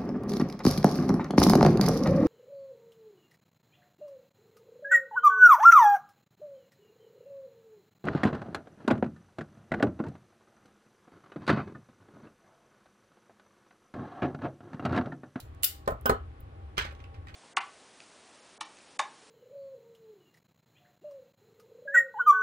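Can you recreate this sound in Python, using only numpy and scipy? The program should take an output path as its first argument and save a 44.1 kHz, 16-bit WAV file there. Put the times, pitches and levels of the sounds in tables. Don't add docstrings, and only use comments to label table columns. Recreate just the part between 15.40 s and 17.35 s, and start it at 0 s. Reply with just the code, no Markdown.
import sys
import numpy as np
from scipy import signal
from scipy.fft import rfft, irfft
from scipy.io import wavfile
from scipy.ndimage import uniform_filter1d

SR = 44100
rng = np.random.default_rng(int(sys.argv[2]) if len(sys.argv) > 2 else 0)


def digitize_waveform(pressure):
    field = np.atleast_2d(pressure).T
    bounded = np.clip(field, -1, 1)
    quanta = np.round(bounded * 32767).astype(np.int16)
    wavfile.write(sys.argv[1], SR, quanta)


def boost(x):
    u = np.asarray(x, float) / 20
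    return 10 ** u


N = 85995
FFT_SIZE = 2 ** 17
FREQ = np.maximum(np.fft.rfftfreq(FFT_SIZE, 1 / SR), 1)
FAR_SHADE_DB = -14
LEFT_LAG_MS, BENCH_LAG_MS = 0.431, 0.33


def level(x, db):
    return x * boost(db) / np.sqrt(np.mean(x ** 2))


def curve(points):
    p = np.array(points)
    return np.interp(np.log(FREQ), np.log(p[:, 0]), p[:, 1])


def shape(x, gain):
    return irfft(rfft(x, FFT_SIZE) * gain)[..., :N]


def causal(db):
    c = irfft((db - db.max()) * np.log(10) / 20)
    c[1:len(c) // 2] *= 2
    c[len(c) // 2 + 1:] = 0
    return np.exp(rfft(c))


def hump(hz, width):
    s = 1j * FREQ / hz
    return s * width / hz / (1 + s * width / hz + s * s)


def ring(x, modes):
    out = 0
    for hz, db, t60 in modes:
        pole = np.exp((2j * np.pi * hz - np.log(1000) / t60) / SR)
        out = out + boost(db) * signal.lfilter([1], [1, -pole], x).imag
    return out


def burst(s, db, ms):
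    t = np.maximum(np.arange(N) / SR - s, 0) * 1000
    noise = rng.standard_normal((2, N))
    envelope = np.minimum(t / .4, 1) * np.exp(-t / max(ms, .2))
    grit = boost(14 * uniform_filter1d(noise[1], size=16))
    x = envelope * noise[0] * grit
    return boost(db) * x * np.sqrt(np.sum(envelope ** 2) / np.sum(x ** 2))


def push(s, db, ms):
    u = (np.arange(N) / SR - s) * 1000 / ms
    return boost(db) * np.sin(np.pi * np.clip(u, 0, 1)) / (ms * SR / 1000 * 2 / np.pi)


def ports(x, shade_db, lag_ms=LEFT_LAG_MS):
    shade_hz, scatter_hz, scatter_ms = 5000, 1400, 2
    high = FREQ ** 2 / (FREQ ** 2 + shade_hz ** 2)
    t = np.arange(1024) / SR * 1000
    scatter = rng.standard_normal(len(t)) * np.exp(-t / scatter_ms)
    scatter = rfft(scatter / np.sqrt(np.sum(scatter ** 2)), FFT_SIZE)
    mix = FREQ ** 4 / (FREQ ** 4 + scatter_hz ** 4)
    path = np.sqrt(1 - mix) + np.sqrt(mix) * scatter
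    lag = np.exp(-2j * np.pi * FREQ * lag_ms / 1000)
    left = shape(x, path * boost(shade_db * high) * lag)
    return np.array([left, x])


def air():
    # (frequency [Hz], level [dB per Hz])
    hiss_colour = [(48, -10.5), (110, -12), (185, -31), (270, -19.5), (1100, -29.5), (3300, -42),
                   (6000, -54), (11900, -57.5)]
    # (frequency [Hz], width [Hz], level [dB])
    whines = [(120, 20, -59), (794, 5, -66), (1113, 5, -69), (9250, 60, -93)]
    unlike = np.clip(FREQ / 1500, .05, 1)

    def pair(gain, db):
        own, shared = rng.standard_normal((2, N)), rng.standard_normal(N)
        alike = ports(shape(shared, gain * np.sqrt(1 - unlike ** 2)), 0)
        return level(shape(own, gain * unlike) + alike, db)

    out = pair(boost(curve(hiss_colour)) * (FREQ < 12000), -52.5)
    out = out + pair(hump(76, 30) ** 2, -46.5)
    for hz, width, db in whines:
        out = out + pair(hump(hz, width) ** 2, db)
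    left_gain = boost(-6.0 * FREQ ** 4 / (FREQ ** 4 + 4500.0 ** 4) + 1.07)
    return shape(out, np.array([left_gain, FREQ ** 0]))


def jaws():
    # (time [s], level [dB], burst length [ms], left treble against right [dB])
    snaps = [
        (0.0005, -41, 5.4, -3),
        (0.225, -42, 10, -12),
        (0.2316, -24.5, 1.6, -11.5),
        (0.2338, -12.5, 1.94, -15),
        (0.2403, -16, 2.47, 2),
        (0.2440, -16.5, 2.5, 5.5),
        (0.2476, -19, 1.1, 9),
        (0.2507, -24.5, 2.6, 7),
        (0.26, -28, 4.4, -6),
    ]
    # (frequency [Hz], level [dB], t60 [s])
    steel_modes = [(3000, -6, .015), (3700, -5, .02), (7400, -7, .03), (7480, -14, .1), (9300, -18, .08),
                   (11230, -8, .03), (13700, -6, .02), (15400, -3, .02)]
    # (frequency [Hz], level [dB per Hz])
    steel_colour = [(300, -41), (600, -29.5), (1100, -24), (2200, -16), (3000, -4), (4000, -4.5),
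                    (6000, -11), (15500, 0.5)]
    colour = causal(curve(steel_colour))
    ring_gain = boost(-35) / (1 + 1800 / (1j * FREQ)) ** 2
    out = 0
    for s, db, ms, shade_db in snaps:
        hit = burst(s, db + 6.5, ms)
        steel = shape(ring(hit, steel_modes), ring_gain)
        out = out + ports(shape(hit, colour) + steel, shade_db)
    return out


def room(x, linger):
    # (frequency [Hz], t60 [s])
    decay = np.array([(100, 0.12), (400, 0.18), (1200, 0.24), (3000, 0.18), (7000, 0.15), (14000, 0.11)])
    gap_ms, alike_hz = 6, 900
    t, tail = np.arange(N) / SR, 0
    for hz in 70 * 2 ** np.arange(8):
        t60 = linger * np.interp(np.log(hz * np.sqrt(2)), np.log(decay[:, 0]), decay[:, 1])
        noise, unlike = rng.standard_normal((3, N)), min(hz / alike_hz, 1)
        mixed = unlike * noise[:2] + np.sqrt(1 - unlike ** 2) * noise[2]
        band = shape(mixed, (FREQ >= hz) & (FREQ < 2 * hz))
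        tail = tail + band * 10 ** (-3 * t / t60)
    tail = tail * np.clip(t * 1000 / gap_ms, 0, 1)
    tail = tail / np.sqrt(np.sum(tail ** 2, axis=1, keepdims=True))
    return signal.fftconvolve(x, tail, axes=1)[:, :N]


def spring():
    # (time [s], level [dB], centre [Hz], width [Hz], burst length [ms])
    ticks = [(0.0010, -33, 4100, 1500, 8.5), (0.147, -53, 8100, 8840, 2.4), (0.459, -44.5, 4260, 2470, 6.3),
             (0.477, -50, 11600, 12000, 1), (0.4764, -25.5, 3350, 1940, 6.8),
             (0.5020, -44, 9500, 9300, 2.3), (0.502, -31, 15000, 495, 12), (0.611, -39, 11100, 9100, 1.4),
             (0.6555, -34, 9300, 12200, 9.8), (0.6586, -24, 2950, 880, 37), (0.6578, -14, 5250, 814, 2.8),
             (0.6585, -15, 8500, 1200, 3.2), (0.6588, -5.5, 15530, 600, 8.5), (0.694, -27, 7300, 8900, 2.9),
             (0.698, -20.5, 4300, 1200, 4.3), (1.0011, -36.5, 14940, 6000, 1.1),
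             (1.005, -34.5, 14800, 6000, 1.4), (1.0090, -44, 13030, 5000, 1.1),
             (1.0790, -76, 13900, 4000, 2), (1.38, -34.5, 13800, 8030, 11)]
    out = 0
    for s, db, hz, width, ms in ticks:
        out = out + shape(burst(s, db, ms), hump(hz, width) ** 2)
    return ports(out, FAR_SHADE_DB)


def pings():
    # (time [s], peak level [dB], frequency [Hz], swell [ms])
    ping_list = [(0.2316, -20.5, 7460, 1.4), (0.241, -28, 2890, 2.1), (0.2400, -41.5, 586, 1),
                 (0.2401, -32.5, 1346, 0.83), (0.2440, -26.5, 3500, 1), (0.2465, -34, 3560, 1.5),
                 (0.249, -33, 2636, 2.2), (0.4860, -22.5, 626, 2.5), (0.5197, -26.5, 598, 1.9),
                 (0.475, -23, 1170, 1.9), (0.4761, -26.5, 412, 2.5), (0.6943, -17.5, 1260, 3.8),
                 (0.6960, -27.5, 758, 4.1), (0.697, -30, 4170, 0.96), (0.4765, -34.5, 1810, 2.6),
                 (0.4775, -27, 822, 1.9), (0.6965, -26, 1733, 1.7), (1.3850, -36.5, 922, 2),
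                 (1.4130, -35, 980, 1.5), (0.7000, -17, 384, 3.8), (0.519, -31, 1308, 3.8),
                 (0.6570, -35, 528, 3.3), (0.656, -24.5, 1051, 4.2), (0.6586, -26.5, 1510, 3.4),
                 (0.6563, -39.5, 2760, 2.6), (0.6577, -39.5, 3320, 1.5), (0.656, -47, 5430, 2.5),
                 (0.658, -42, 5470, 1.2), (1.3785, -21, 1324, 1.53), (1.3800, -32.5, 3110, 3.1),
                 (1.3870, -35.5, 2100, 1.5), (1.391, -32.5, 2803, 3), (1.3950, -25.5, 1658, 2.2),
                 (1.397, -43, 1270, 1.8), (1.409, -38, 1680, 2.3), (1.42, -33.5, 1740, 0.77),
                 (1.4210, -32, 3100, 1.16), (1.4470, -45.5, 825, 8), (1.6020, -47.5, 2300, .8),
                 (1.7440, -63.5, 2900, 2), (1.8702, -46.5, 1850, 1.5), (1.884, -45.5, 2550, 1.2),
                 (1.9415, -43, 2260, .9), (1.9420, -45, 4420, 2)]
    t, out = np.arange(N) / SR, 0
    for s, db, hz, ms in ping_list:
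        u = np.maximum(t - s, 0) * 1000 / ms
        out = out + boost(db) * u * np.exp(1 - u) * np.sin(2 * np.pi * hz * (t - s))
    return ports(out, -5, BENCH_LAG_MS)


def bench():
    # (time [s], level [dB], contact [ms], thump level [dB], clack [Hz])
    knocks = [(0.4756, -20.5, 0.6, -31, 544), (0.4851, -32, 1, -70, 756), (0.5064, -32, 0.62, -68, 870),
              (0.5195, -40, 1, -28.5, 640), (0.6569, -18, 0.13, -41, 550), (0.6946, -12, 0.64, -24.5, 478),
              (0.7029, -25.5, 0.51, -49, 396), (0.711, -36, 0.53, -29.5, 540), (0.737, -48, 0.46, -33, 485),
              (1.3789, -36, 0.24, -30, 390), (1.4500, -37.5, 1, -44, 658), (1.523, -46, 0.97, -64, 590)]
    # (frequency [Hz], level [dB], t60 [s])
    top_modes = [(252.5, -8, 0.2), (328, -26, 0.039), (397.4, -3.5, 0.26), (463, -15, 0.053),
                 (528, -16.5, 0.062), (604, -23, 0.063), (689, -5.5, 0.17), (793, -3, 0.16),
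                 (947, -13, .09), (1032, 2.5, 0.19), (1170, -6, 0.24), (1304, 4.5, 0.17), (1510, -4, 0.17),
                 (1785, -11, 0.077)]
    # (frequency [Hz], level [dB], t60 [s])
    frame_modes = [(56.6, -6.5, 0.31), (102.8, -7.5, 0.21), (150, 0.5, 0.027)]
    # (frequency [Hz], level [dB per Hz])
    buzz_colour = [(120, -18), (200, -28), (300, -3), (450, -0.5), (750, -0.5), (1300, 4.5), (1800, -8.5),
                   (3000, -22)]
    ring_db, scatter_db, second_handle_db, clack_t60 = -11.5, 2, 2.5, 0.0067
    out, colour = 0, causal(curve(buzz_colour))
    clack_gain = 2 * np.e * np.log(1000) / (clack_t60 * SR)
    clack_low_cut = (1 / (1 + 350 / (1j * FREQ))) ** 2
    for s, db, ms, thump_db, hz in knocks:
        first = push(s, db, ms)
        force = first + push(s + 1 / hz, db + second_handle_db, ms)
        handle = [(hz, 0, clack_t60)]
        clack = clack_gain * ring(ring(force, handle), handle)
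        top = [(f, g + ring_db + scatter_db * rng.standard_normal(), t60) for f, g, t60 in top_modes]
        thump = ring(push(s, thump_db, 3), frame_modes)
        buzz = shape(burst(s, db + 12, 6), colour)
        out = out - shape(clack, clack_low_cut) - ring(first, top) + thump + buzz
    return ports(out, -14.5, BENCH_LAG_MS) * boost(np.array([[1.5], [0]]))


def parts():
    # (time [s], level [dB], burst length [ms], centre [Hz])
    part_hits = [(1.37, -35.5, 22, 3500), (1.379, -14.5, 3, 1400), (1.3813, -17.5, 3.6, 3200),
                 (1.387, -24, 8.6, 2980), (1.396, -28.5, 5, 2830), (1.4100, -30.5, 12, 2980),
                 (1.4215, -30.5, 5.5, 2800), (1.444, -35.5, 16, 3000), (1.4620, -41, 14, 1500),
                 (1.489, -47.5, 11, 2480), (1.508, -48, 15, 1810), (1.522, -56, 3.3, 6500),
                 (1.5500, -43.5, 2, 6900), (1.5920, -55, 8, 2000), (1.6030, -48.5, 5.9, 2430),
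                 (1.6230, -60, 3, 2980), (1.64, -40.5, 2.3, 2540), (1.7429, -50, 10, 3000),
                 (1.8707, -42, 5, 2040), (1.883, -43, 8.6, 2580), (1.903, -53, 7.3, 2000),
                 (1.9410, -40.5, 9.8, 4500)]
    # (frequency [Hz], level [dB per Hz])
    plastic_colour = [(200, -14), (400, -11), (900, -6), (1350, -1), (1950, -5.5), (3100, -6), (5500, -15),
                      (16000, -35)]
    colour, out = causal(curve(plastic_colour)), 0
    for s, db, ms, hz in part_hits:
        out = out + shape(burst(s, db + 6, ms), colour * (1 + hump(hz, hz)))
    return ports(out, FAR_SHADE_DB) * boost(np.array([[-3.5], [0]]))


def scene():
    held = jaws()
    close = np.array([spring(), pings(), bench(), parts()])
    wet = boost(np.array([-12.5, -10, -9.5, -6.5]))
    tails = room(np.tensordot(wet, close, 1), 1) + room(boost(-6.5) * held, 1.72)
    u = np.maximum(np.arange(N) / SR - 0.22, 0) * 1000 / 64
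    dip = boost(-4.5 * u * np.exp(1 - u))
    return held + close.sum(axis=0) + tails + air() * dip


def low_pass(x):
    return signal.sosfilt(signal.butter(12, 16810, fs=SR, output="sos"), x)


def record(dry):
    x = signal.sosfilt(signal.butter(2, 24, "high", fs=SR, output="sos"), dry)
    x = signal.sosfilt(signal.ellip(8, .3, 60, 15750, fs=SR, output="sos"), x)
    return low_pass(x)


dry = scene()
out = record(dry)
digitize_waveform(out)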